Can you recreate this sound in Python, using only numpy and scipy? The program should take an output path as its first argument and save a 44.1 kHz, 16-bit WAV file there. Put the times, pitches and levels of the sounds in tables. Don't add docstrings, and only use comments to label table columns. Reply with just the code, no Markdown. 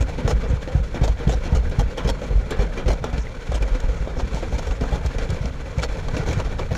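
import sys
import numpy as np
from scipy import signal
from scipy.fft import rfft, irfft, next_fast_len
from scipy.io import wavfile
from scipy.ndimage import uniform_filter1d

SR = 44100
rng = np.random.default_rng(int(sys.argv[2]) if len(sys.argv) > 2 else 0)


def unload_audio(sound):
    columns = np.transpose(np.atleast_2d(sound))
    steps = np.round(np.clip(columns, -1, 1) * 32767)
    wavfile.write(sys.argv[1], SR, steps.astype(np.int16))


N = 298557
TIME_S = np.arange(N) / SR

# (time [s], roar [dB], grinding hiss [dB], shaking [dB])
ROLLING_LEVELS = [(0.0, -36, -41.5, -33), (0.38, -35, -42.5, -25.5), (0.75, -37.5, -42, -33.5),
                  (1.34, -36, -42, -29), (2.34, -35.5, -42, -31), (2.94, -35.5, -42, -28.5),
                  (3.45, -37.5, -44, -36), (3.69, -33.5, -39.5, -33.5), (4.03, -36, -43.5, -30),
                  (4.51, -35.5, -40, -29.5), (5.26, -34.5, -41, -31), (5.9, -35.5, -41.5, -31),
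                  (6.35, -32, -40, -28), (6.77, -37, -41, -27.5)]
# (time [s], speed [m/s])
SLED_SPEED = [(0, 8.56), (2.0, 7.7), (2.22, 6.2), (2.5, 6.66), (3.05, 6.26), (3.5, 6.3), (4.8, 5.28),
              (6.77, 4.45)]
# (time [s], front thud [dB], front tick [dB],
# rear rocking [Hz], rear rocking [dB], rear punch [dB])
TROUGH_JOINTS = [(0.18, -29.5, -51, 46, -22.5, -19), (0.433, -31, -54, 54.2, -19.5, -28),
                 (0.68, -33, -55, 53.7, -18.5, -17.5), (0.944, -29.5, -45.5, 51.4, -18, -19),
                 (1.2, -33, -53, 52.53, -19.5, -17.5), (1.45, -33.5, -46.5, 64.6, -17, -22),
                 (1.712, -33.5, -50.5, 43.6, -19, -19), (1.974, -29.5, -40.5, 50, -19.5, -23.5),
                 (2.215, -33, -60, 44.3, -19, -30), (2.506, -27, -45, 46.4, -18, -29.5),
                 (2.774, -31, -44.5, 46.8, -16.5, -31), (3.04, -33, -45, 54, -26.5, -31.5),
                 (3.52, -36.5, -48, 46, -21.5, -30), (3.747, -38.5, -49.5, 32.7, -20, -32),
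                 (4.074, -34.5, -56, 59.4, -32, -38), (4.424, -32.5, -53, 54.7, -22, -58),
                 (4.813, -30.5, -56, 55, -24.5, -34), (5.182, -35.5, -43, 74, -28.5, -25),
                 (6.079, -46, -62, 34.8, -40, -24.5), (6.166, -31.5, -43, 60.1, -24, -29),
                 (6.328, -43, -43, 51.4, -24, -47), (6.586, -31.5, -49, 51.5, -43, -30)]
# (time [s], rocking [dB])
HOP_LANDINGS = [(0.327, -16.5), (0.795, -19), (1.09, -18.5), (1.344, -20.5), (1.557, -17), (1.828, -20),
                (2.109, -25), (2.888, -20.5), (3.175, -22.5)]
# (time [s], rocking [Hz], rocking [dB], punch [dB], rattle [dB])
SLED_JOLTS = [(0, 54.5, -18, -22.5, -36.5), (0.077, 62.2, -49, -38, -44), (0.528, 58.6, -20.5, -20, -66),
              (2.351, 49, -15, -29, -54), (3.487, 55.4, -24.5, -28.5, -54), (3.534, 54.3, -21, -49, -46),
              (3.647, 46, -29, -39, -54), (3.714, 37, -18.5, -35, -54), (3.88, 52.5, -19.5, -42, -52),
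              (4.001, 50, -22, -33, -75), (4.222, 58, -25, -44, -69), (4.339, 51.6, -26.5, -34, -41),
              (4.661, 65, -25.5, -39, -40.5), (4.7, 45, -21.5, -38, -52), (4.813, 49, -23.5, -25, -44),
              (4.933, 58, -33, -28, -44.5), (5.155, 40.75, -24.5, -29, -66), (5.045, 62, -23.5, -28, -48),
              (5.322, 76.4, -28, -27, -45.5), (5.403, 45.1, -40, -24.5, -47.5),
              (5.446, 62.6, -28.5, -30, -49), (5.773, 56.6, -22, -22.5, -41), (5.84, 53.7, -31, -36, -53),
              (5.964, 53.7, -36, -34, -45), (6.131, 64.4, -28, -26.5, -53), (6.309, 55.05, -28, -35, -51),
              (6.369, 66, -38, -20, -44.5), (6.392, 59.3, -27, -33, -52), (6.71, 54.96, -44, -22.5, -43.5),
              (6.743, 53.6, -39, -41, -43.5)]
# (time [s], length [s], body [dB], jingle [dB])
HARD_RATTLES = [(0.276, 0.039, -26, -32.5), (1.033, 0.021, -26, -34.5), (1.075, 0.015, -28, -42),
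                (1.288, 0.032, -37, -38), (1.322, 0.021, -28, -35.5), (1.548, 0.029, -30.5, -35),
                (1.79, 0.024, -28, -39), (2.072, 0.03, -25, -30.5), (2.603, 0.03, -32.5, -41.5),
                (2.878, 0.04, -27.5, -36.5), (2.923, 0.013, -31.5, -40), (3.543, 0.016, -36, -34.5),
                (4.525, 0.024, -33, -45), (4.91, 0.046, -43.5, -42), (6.26, 0.062, -33, -39)]
# (time [s], pitch [Hz], hollow ring [dB], click [dB])
SHELL_CLACKS = [(0.185, 516, -33, -52), (0.675, 523.5, -28, -41), (0.277, 750, -23, -31),
                (0.312, 776, -23.5, -33), (1.036, 650, -26, -42), (1.078, 756, -22, -36.5),
                (1.276, 480, -25, -39), (1.294, 730, -21.5, -37.5), (1.795, 830, -27, -34.5),
                (2.089, 607, -24.5, -40), (2.216, 610, -27, -45), (2.509, 375, -27, -43),
                (2.881, 457, -23, -36.5), (2.903, 720, -21.5, -40), (3.04, 874, -22.5, -45),
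                (3.068, 890, -35, -58), (3.18, 500, -29, -38.5), (3.518, 798, -25, -40.5),
                (3.625, 600, -34, -38.5), (3.751, 510, -27, -44), (4.074, 630, -27, -58),
                (4.198, 1000, -27.5, -48), (4.368, 876, -29, -54), (4.428, 487, -23, -50),
                (4.71, 1300, -32.5, -37.5), (4.81, 504, -22, -40), (4.838, 1160, -32, -53),
                (5.184, 607, -27.5, -39), (5.456, 610, -31.5, -37), (5.832, 1140, -31, -30),
                (6.084, 970, -31, -39), (6.167, 530, -23, -35), (6.287, 560, -25, -37),
                (6.331, 570, -33, -36), (6.4, 894, -23.5, -35.5), (6.593, 970, -27, -36),
                (6.716, 800, -29, -57), (6.751, 1610, -29.5, -40)]
# (time [s], snap [dB], ring [dB])
FITTING_CLINKS = [(1.697, -49, -59), (1.792, -38.5, -55), (1.981, -37, -56), (2.098, -32, -57),
                  (2.507, -38, -47), (3.042, -37, -55), (3.623, -38.5, -60), (3.802, -38.5, -67),
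                  (5.062, -35, -72), (5.303, -35.5, -57), (6.178, -45, -54)]
# (time [s], pitch [Hz], t60 [s], level [dB])
METAL_PINGS = [(1.568, 4240, 0.22, -59), (2.099, 4380, 0.28, -53), (2.523, 1690, 0.13, -39),
               (2.777, 2390, 0.068, -44), (3.041, 1380, 0.033, -39), (3.269, 2020, 0.014, -45.5),
               (3.626, 2400, 0.037, -43.5), (4.011, 2330, 0.26, -53), (4.197, 1242, 0.022, -46),
               (5.792, 2308, 0.034, -40), (5.832, 1410, 0.026, -38), (5.836, 4400, 0.051, -42)]
# (time [s], length [s], slip rate [Hz], level [dB])
WHEEL_SKIDS = [(4.187, 0.033, 470, -43.5), (4.35, 0.067, 600, -46), (4.578, 0.02, 450, -38.5),
               (5.819, 0.033, 580, -34)]
# (time [s], length [s], band centre [Hz], level [dB])
RIM_SCRAPES = [(0.473, 0.052, 6800, -54.5), (2.218, 0.039, 6400, -55), (3.171, 0.077, 6000, -52.5),
               (3.871, 0.2, 6400, -60.5), (4.158, 0.05, 5800, -53), (4.267, 0.14, 6300, -62),
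               (4.41, 0.24, 6450, -60), (4.666, 0.12, 6660, -59), (4.794, 0.12, 6640, -60.5),
               (6.125, 0.13, 5500, -53), (6.729, 0.13, 6000, -45)]

# (centre [Hz], width [Hz], lift [dB])
SLED_MODES = [(491, 190, 13.5), (859, 313, 8), (1462, 440, 5), (1964, 37, 6.5), (2324, 135, 7.5),
              (3156, 79, 4), (3400, 150, 3), (4190, 20, 8.5), (4950, 136, -11.5), (5350, 550, 2.5),
              (6400, 470, 2)]
# (ratio to clack pitch [1], level [dB], t60 [s])
SHELL_MODES = [(0.66, 3.5, 0.032), (0.85, -1.5, 0.076), (1, 4, 0.026), (1.27, -13, 0.089), (1.7, -28, 0.03)]
# (frequency [Hz], level [dB], t60 [s])
FITTING_MODES = [(7160, 2, 0.03), (7400, 8, 0.08), (9500, 6, 0.04), (11100, 1, .04), (13000, -4, .025)]

# (frequency [Hz], relative density [dB])
ROAR_SPECTRUM = [(60, -18), (180, -2.5), (250, 6), (340, -2.5), (500, -4.5), (750, -7.5), (1100, -8),
                 (2200, -9.5), (3200, -23), (6000, -41), (15000, -92)]
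HISS_SPECTRUM = [(500, -21), (1800, 2.5), (3000, 1.5), (4300, 1), (5600, -4), (7200, -5), (8200, -14.5),
                 (10500, -16), (12500, -25.5), (15000, -27)]
RUMBLE_SPECTRUM = [(10, -32), (22, 5), (32, 1), (40, -0.5), (55, -0.5), (75, -5), (110, -11.5), (170, -12),
                   (250, -24.5), (450, -41), (1500, -100)]
THUD_SPECTRUM = [(60, 3.5), (180, 7), (260, 6), (380, 0), (520, -4.5), (720, -5.5), (1100, -16.5),
                 (2000, -16), (3500, -29), (9000, -44)]
CLANG_SPECTRUM = [(300, -0.5), (700, -10.5), (1400, 0), (2200, -5.5), (3500, -8.5), (6000, -16.5),
                  (12000, -58)]
JINGLE_SPECTRUM = [(400, -62), (1200, 5), (2200, 6.5), (3300, 6.5), (4500, 4.5), (7200, 0.5), (8400, -11.5),
                   (11000, -14), (13000, -30), (15000, -34)]
SNAP_SPECTRUM = [(1000, 7), (4000, 12.5), (7000, 11), (9000, -2), (13000, -8), (14800, -27)]
CLATTER_SPECTRUM = [(120, -2), (260, 2.5), (370, -3.5), (520, -4), (780, -3.5), (1100, -14), (2200, -18.5),
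                    (4500, -32)]
# (frequency [Hz], level [dB])
WHINE_TONES = [(8781, -80), (11718, -83.5), (14625, -85.5)]


def rolling(roar_trim_db=-3.5, hiss_trim_db=-6.5):
    times_s, roar_db, hiss_db, _ = np.transpose(ROLLING_LEVELS)
    load = drift(hz=33.0)
    roar = steel_grain(ROAR_SPECTRUM, per_s=1500, spread_db=2.5, patchy_db=3.5, change_hz=10.5)
    hiss = steel_grain(HISS_SPECTRUM, per_s=3000, spread_db=0.5, patchy_db=2.0, change_hz=23.3)
    flutter_db = 2.24 * load + drift(hz=90.5)
    roar *= gain_of(np.interp(TIME_S, times_s, roar_db) + roar_trim_db + flutter_db)
    hiss *= gain_of(np.interp(TIME_S, times_s, hiss_db) + hiss_trim_db + 2.5 * load)
    return roar + hiss


def steel_grain(spectrum, per_s, spread_db, patchy_db, change_hz):
    spots = [signal.oaconvolve(contacts(N, per_s, spread_db), response(spectrum, patchy_db))[:N]
             for _ in range(8)]
    shares = np.array([drift(change_hz) for _ in spots])
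    blend = sum(evened(spot) * share for spot, share in zip(spots, shares))
    return evened(blend / np.linalg.norm(shares, axis=0))


def ride(wheelbase_m=0.55, rear_thud_db=-0.5, rear_tick_db=-4.5, landing_hz=53.8, landing_punch_db=-11.5):
    knock_rows, bump_rows = [], []
    for at_s, thud_db, tick_db, rock_hz, rock_db, punch_db in TROUGH_JOINTS:
        rear_s = at_s + wheelbase_m / np.interp(at_s, *np.transpose(SLED_SPEED))
        knock_rows.append((at_s, thud_db, tick_db))
        knock_rows.append((rear_s, thud_db + rear_thud_db, tick_db + rear_tick_db))
        bump_rows.append((rear_s, rock_hz, rock_db, punch_db))
    bump_rows += [(at_s, landing_hz, db, db + landing_punch_db) for at_s, db in HOP_LANDINGS]
    bump_rows += [jolt[:4] for jolt in SLED_JOLTS]
    return knock_rows, bump_rows


def bumps(rows, rock_t60_s=0.17, rise_s=0.014, punch_hz=126, punch_t60_s=0.12):
    out, t = np.zeros(N), np.arange(SR // 3) / SR
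    for at_s, rock_hz, rock_db, punch_db in rows:
        rock = -np.sin(2 * np.pi * rock_hz * t) * attack(t, rise_s) * decay(t, rock_t60_s)
        seat_hz = punch_hz * np.exp(0.098 * rng.standard_normal())
        seat = np.sin(2 * np.pi * seat_hz * 0.823 * t) - 0.84 * np.sin(2 * np.pi * seat_hz * 1.251 * t)
        add(out, at_s, sized(rock, rock_db, span_s=0.07))
        add(out, at_s, sized(seat * decay(t, punch_t60_s), punch_db, span_s=0.033))
    return out


def knocks(rows, thud_t60_s=0.23, tick_t60_s=0.17, rise_s=0.00015, clang_offset_db=-7):
    out, t = np.zeros(N), np.arange(SR // 4) / SR
    for at_s, thud_db, tick_db in rows:
        thud_ir, clang_ir, tick_ir = (response(spectrum, patchy_db=4.0)
                                      for spectrum in (THUD_SPECTRUM, CLANG_SPECTRUM, JINGLE_SPECTRUM))
        blow, crunch = rng.standard_normal((2, len(t))) * attack(t, rise_s)
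        thud = signal.fftconvolve(blow * decay(t, thud_t60_s), thud_ir)
        clang = signal.fftconvolve(sheet_ring(t), clang_ir)
        tick = signal.fftconvolve(crunch * decay(t, tick_t60_s), tick_ir)
        add(out, at_s, sized(thud, thud_db, span_s=0.056))
        add(out, at_s, sized(clang, (thud_db + tick_db) / 2 + clang_offset_db, span_s=0.2))
        add(out, at_s, sized(tick, tick_db, span_s=0.053))
    return out


def sheet_ring(t, ref_hz=1500, ref_t60_s=0.28, ref_travel_s=0.016):
    out = np.zeros(len(t))
    for hz in np.geomspace(600, 7000, 8):
        band = bandpass(rng.standard_normal(len(t)), hz / 1.2, hz * 1.2)
        slowness = np.sqrt(ref_hz / hz)
        out += band * attack(t, ref_travel_s * slowness ** 2) * decay(t, ref_t60_s * slowness)
    return out


def clacks(click_s=0.0047):
    out, t = np.zeros(N), np.arange(SR // 30) / SR
    for at_s, hz, hollow_db, click_db in SHELL_CLACKS:
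        contact = burst(t, click_s)
        modes = [(hz * ratio * np.exp(0.089 * rng.standard_normal()), db, t60_s)
                 for ratio, db, t60_s in SHELL_MODES]
        hollow = ring(modes, contact_s=0.005)
        click = signal.fftconvolve(contact, response(JINGLE_SPECTRUM, patchy_db=4.5))
        add(out, at_s, sized(click, click_db, span_s=0.0087))
        add(out, at_s, sized(hollow, hollow_db, span_s=0.0068))
    return out


def shakes(jolt_lag_s=0.006, jolt_length_s=0.021, skid_offset_db=-4.5, body_lift_db=9):
    jolted = [(at_s + jolt_lag_s, jolt_length_s, db + body_lift_db, db)
              for at_s, _, _, _, db in SLED_JOLTS]
    skidded = [(at_s, length_s, db + skid_offset_db + body_lift_db, db + skid_offset_db)
               for at_s, length_s, _, db in WHEEL_SKIDS]
    return list(HARD_RATTLES) + jolted + skidded


def rattles(rows, clump_db=2.5, rise_s=0.00054, settle_s=0.007):
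    out, t = np.zeros(N), np.arange(SR // 7) / SR
    for at_s, length_s, body_db, jingle_db in rows:
        jingle_ir = response(SNAP_SPECTRUM, patchy_db=6.0)
        body_ir = response(CLATTER_SPECTRUM, patchy_db=3.0)
        envelope = attack(t, rise_s) * np.exp(-np.maximum(t - length_s, 0) / settle_s)
        clumps = gain_of(clump_db * wobble(t, window_samples=200))
        clatter = envelope * clumps * contacts(len(t), per_s=3500, spread_db=2.5)
        add(out, at_s, sized(signal.fftconvolve(clatter, jingle_ir), jingle_db, length_s))
        add(out, at_s, sized(signal.fftconvolve(clatter, body_ir), body_db, length_s))
    return out


def clinks_and_pings(snap_s=0.0048):
    out, t = np.zeros(N), np.arange(SR // 30) / SR
    for at_s, snap_db, ring_db in FITTING_CLINKS:
        snap = signal.fftconvolve(burst(t, snap_s), response(SNAP_SPECTRUM))
        add(out, at_s, sized(snap, snap_db, span_s=0.0062))
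        add(out, at_s, sized(ring(FITTING_MODES), ring_db, span_s=0.027))
    for at_s, hz, t60_s, db in METAL_PINGS:
        add(out, at_s, sized(ring([(hz, 0, t60_s)]), db, span_s=0.053))
    return out


def skids(edge_db=0.5, jitter_cycles=0.26):
    out = np.zeros(N)
    for at_s, length_s, slip_hz, db in WHEEL_SKIDS:
        t = np.arange(int(length_s * SR)) / SR
        cycles = t * slip_hz + jitter_cycles * wobble(t, window_samples=90)
        slip_count = np.floor(np.maximum.accumulate(cycles))
        jerks = np.diff(slip_count, prepend=0) * np.sin(np.pi * t / length_s)
        for spectrum, level_db in (THUD_SPECTRUM, db), (JINGLE_SPECTRUM, db + edge_db):
            add(out, at_s, sized(signal.fftconvolve(jerks, response(spectrum)), level_db, length_s))
    return out


def scrapes(width_hz=1400):
    out = np.zeros(N)
    for at_s, length_s, hz, db in RIM_SCRAPES:
        t = np.arange(int(length_s * SR)) / SR
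        grains = contacts(len(t), per_s=3500, spread_db=2.5) * np.sin(np.pi * t / length_s)
        friction = bandpass(grains, hz - width_hz / 2, hz + width_hz / 2)
        add(out, at_s, sized(friction, db, length_s))
    return out


def rumble(trim_db=2.87):
    shaking = evened(signal.oaconvolve(rng.standard_normal(N), response(RUMBLE_SPECTRUM))[:N])
    times_s, _, _, shaking_db = np.transpose(ROLLING_LEVELS)
    return shaking * gain_of(np.interp(TIME_S, times_s, shaking_db) + trim_db + 1.1 * drift(hz=13))


def grit(trim_db=-10, decay_cycles=5.7, tilt_db_per_octave=-5, pitches=24):
    out, t = np.zeros(N), np.arange(SR // 12) / SR
    for hz in np.geomspace(420, 3200, pitches) * np.exp(0.19 * rng.standard_normal(pitches)):
        tap = np.sin(2 * np.pi * hz * t) * np.exp(-hz * t / decay_cycles)
        taps = signal.oaconvolve(contacts(N, per_s=4, spread_db=-1.5), tap)[:N]
        out += evened(taps) * gain_of(tilt_db_per_octave * np.log2(hz / 1000))
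    times_s, roar_db, _, _ = np.transpose(ROLLING_LEVELS)
    return evened(out) * gain_of(np.interp(TIME_S, times_s, roar_db) + trim_db)


def response(spectrum, patchy_db=0, size=8192):
    hz = np.fft.rfftfreq(size, 1 / SR)
    points_hz, points_db = np.transpose(spectrum)
    db = np.interp(np.log(hz + 1), np.log(points_hz), points_db)
    db += sum(lift / (1 + (2 * (hz - centre) / width) ** 2) for centre, width, lift in SLED_MODES)
    patches = np.interp(hz, np.geomspace(100, 16000, 70), rng.standard_normal(70))
    db += patchy_db * patches / np.sqrt(1 + (hz / 5000) ** 2)
    log_gain = np.log(gain_of(np.r_[db, db[-2:0:-1]]))
    return np.fft.ifft(np.exp(np.conj(signal.hilbert(log_gain)))).real[:size // 2]


def ring(modes, contact_s=0.00095):
    t = np.arange(SR // 4) / SR
    contact = burst(t, contact_s)
    return sum(gain_of(db) * evened(signal.fftconvolve(contact, np.sin(2 * np.pi * hz * t) * decay(t, t60)))
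               for hz, db, t60 in modes)


def contacts(samples, per_s, spread_db):
    hit = rng.random(samples) < per_s / SR
    sign = rng.choice([-1, 1], samples)
    return hit * sign * gain_of(spread_db * np.minimum(rng.exponential(1, samples), 4))


def drift(hz):
    size = next_fast_len(N, True)
    low_pass = np.exp(-(np.fft.rfftfreq(size, 1 / SR) / hz) ** 2)
    return evened(irfft(rfft(rng.standard_normal(size)) * low_pass, size)[:N])


def wobble(t, window_samples):
    return evened(uniform_filter1d(rng.standard_normal(len(t)), size=window_samples))


def burst(t, decay_s):
    return rng.standard_normal(len(t)) * np.exp(-t / decay_s)


def attack(t, rise_s):
    return 1 - np.exp(-t / rise_s)


def decay(t, t60_s):
    return gain_of(-60 * t / t60_s)


def bandpass(x, low_hz, high_hz):
    return signal.sosfilt(signal.butter(2, [low_hz, high_hz], "band", fs=SR, output="sos"), x)


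def gain_of(db):
    return 10 ** (np.asarray(db) / 20)


def evened(x):
    return x / np.sqrt(np.mean(x ** 2) + 1e-20)


def sized(x, db, span_s):
    return gain_of(db) * x * np.sqrt(span_s * SR / (np.sum(x ** 2) + 1e-20))


def add(mix, at_s, sound):
    part = mix[max(round(at_s * SR), 0):][:len(sound)]
    part += sound[:len(part)]


def scene():
    knock_rows, bump_rows = ride()
    steady = rolling() + grit() + rumble()
    impacts = bumps(bump_rows) + knocks(knock_rows) + rattles(shakes()) + clacks() + clinks_and_pings()
    return (steady + impacts + skids() + scrapes())[None]


def record(dry, cutoff_hz=15200):
    whine = sum(gain_of(db) * np.sqrt(2) * np.sin(2 * np.pi * hz * TIME_S) for hz, db in WHINE_TONES)
    low_pass = signal.firwin(511, cutoff_hz, window=("kaiser", 9), fs=SR)
    return signal.oaconvolve(dry + whine, low_pass[None], "same")


dry = scene()
out = record(dry)
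unload_audio(out)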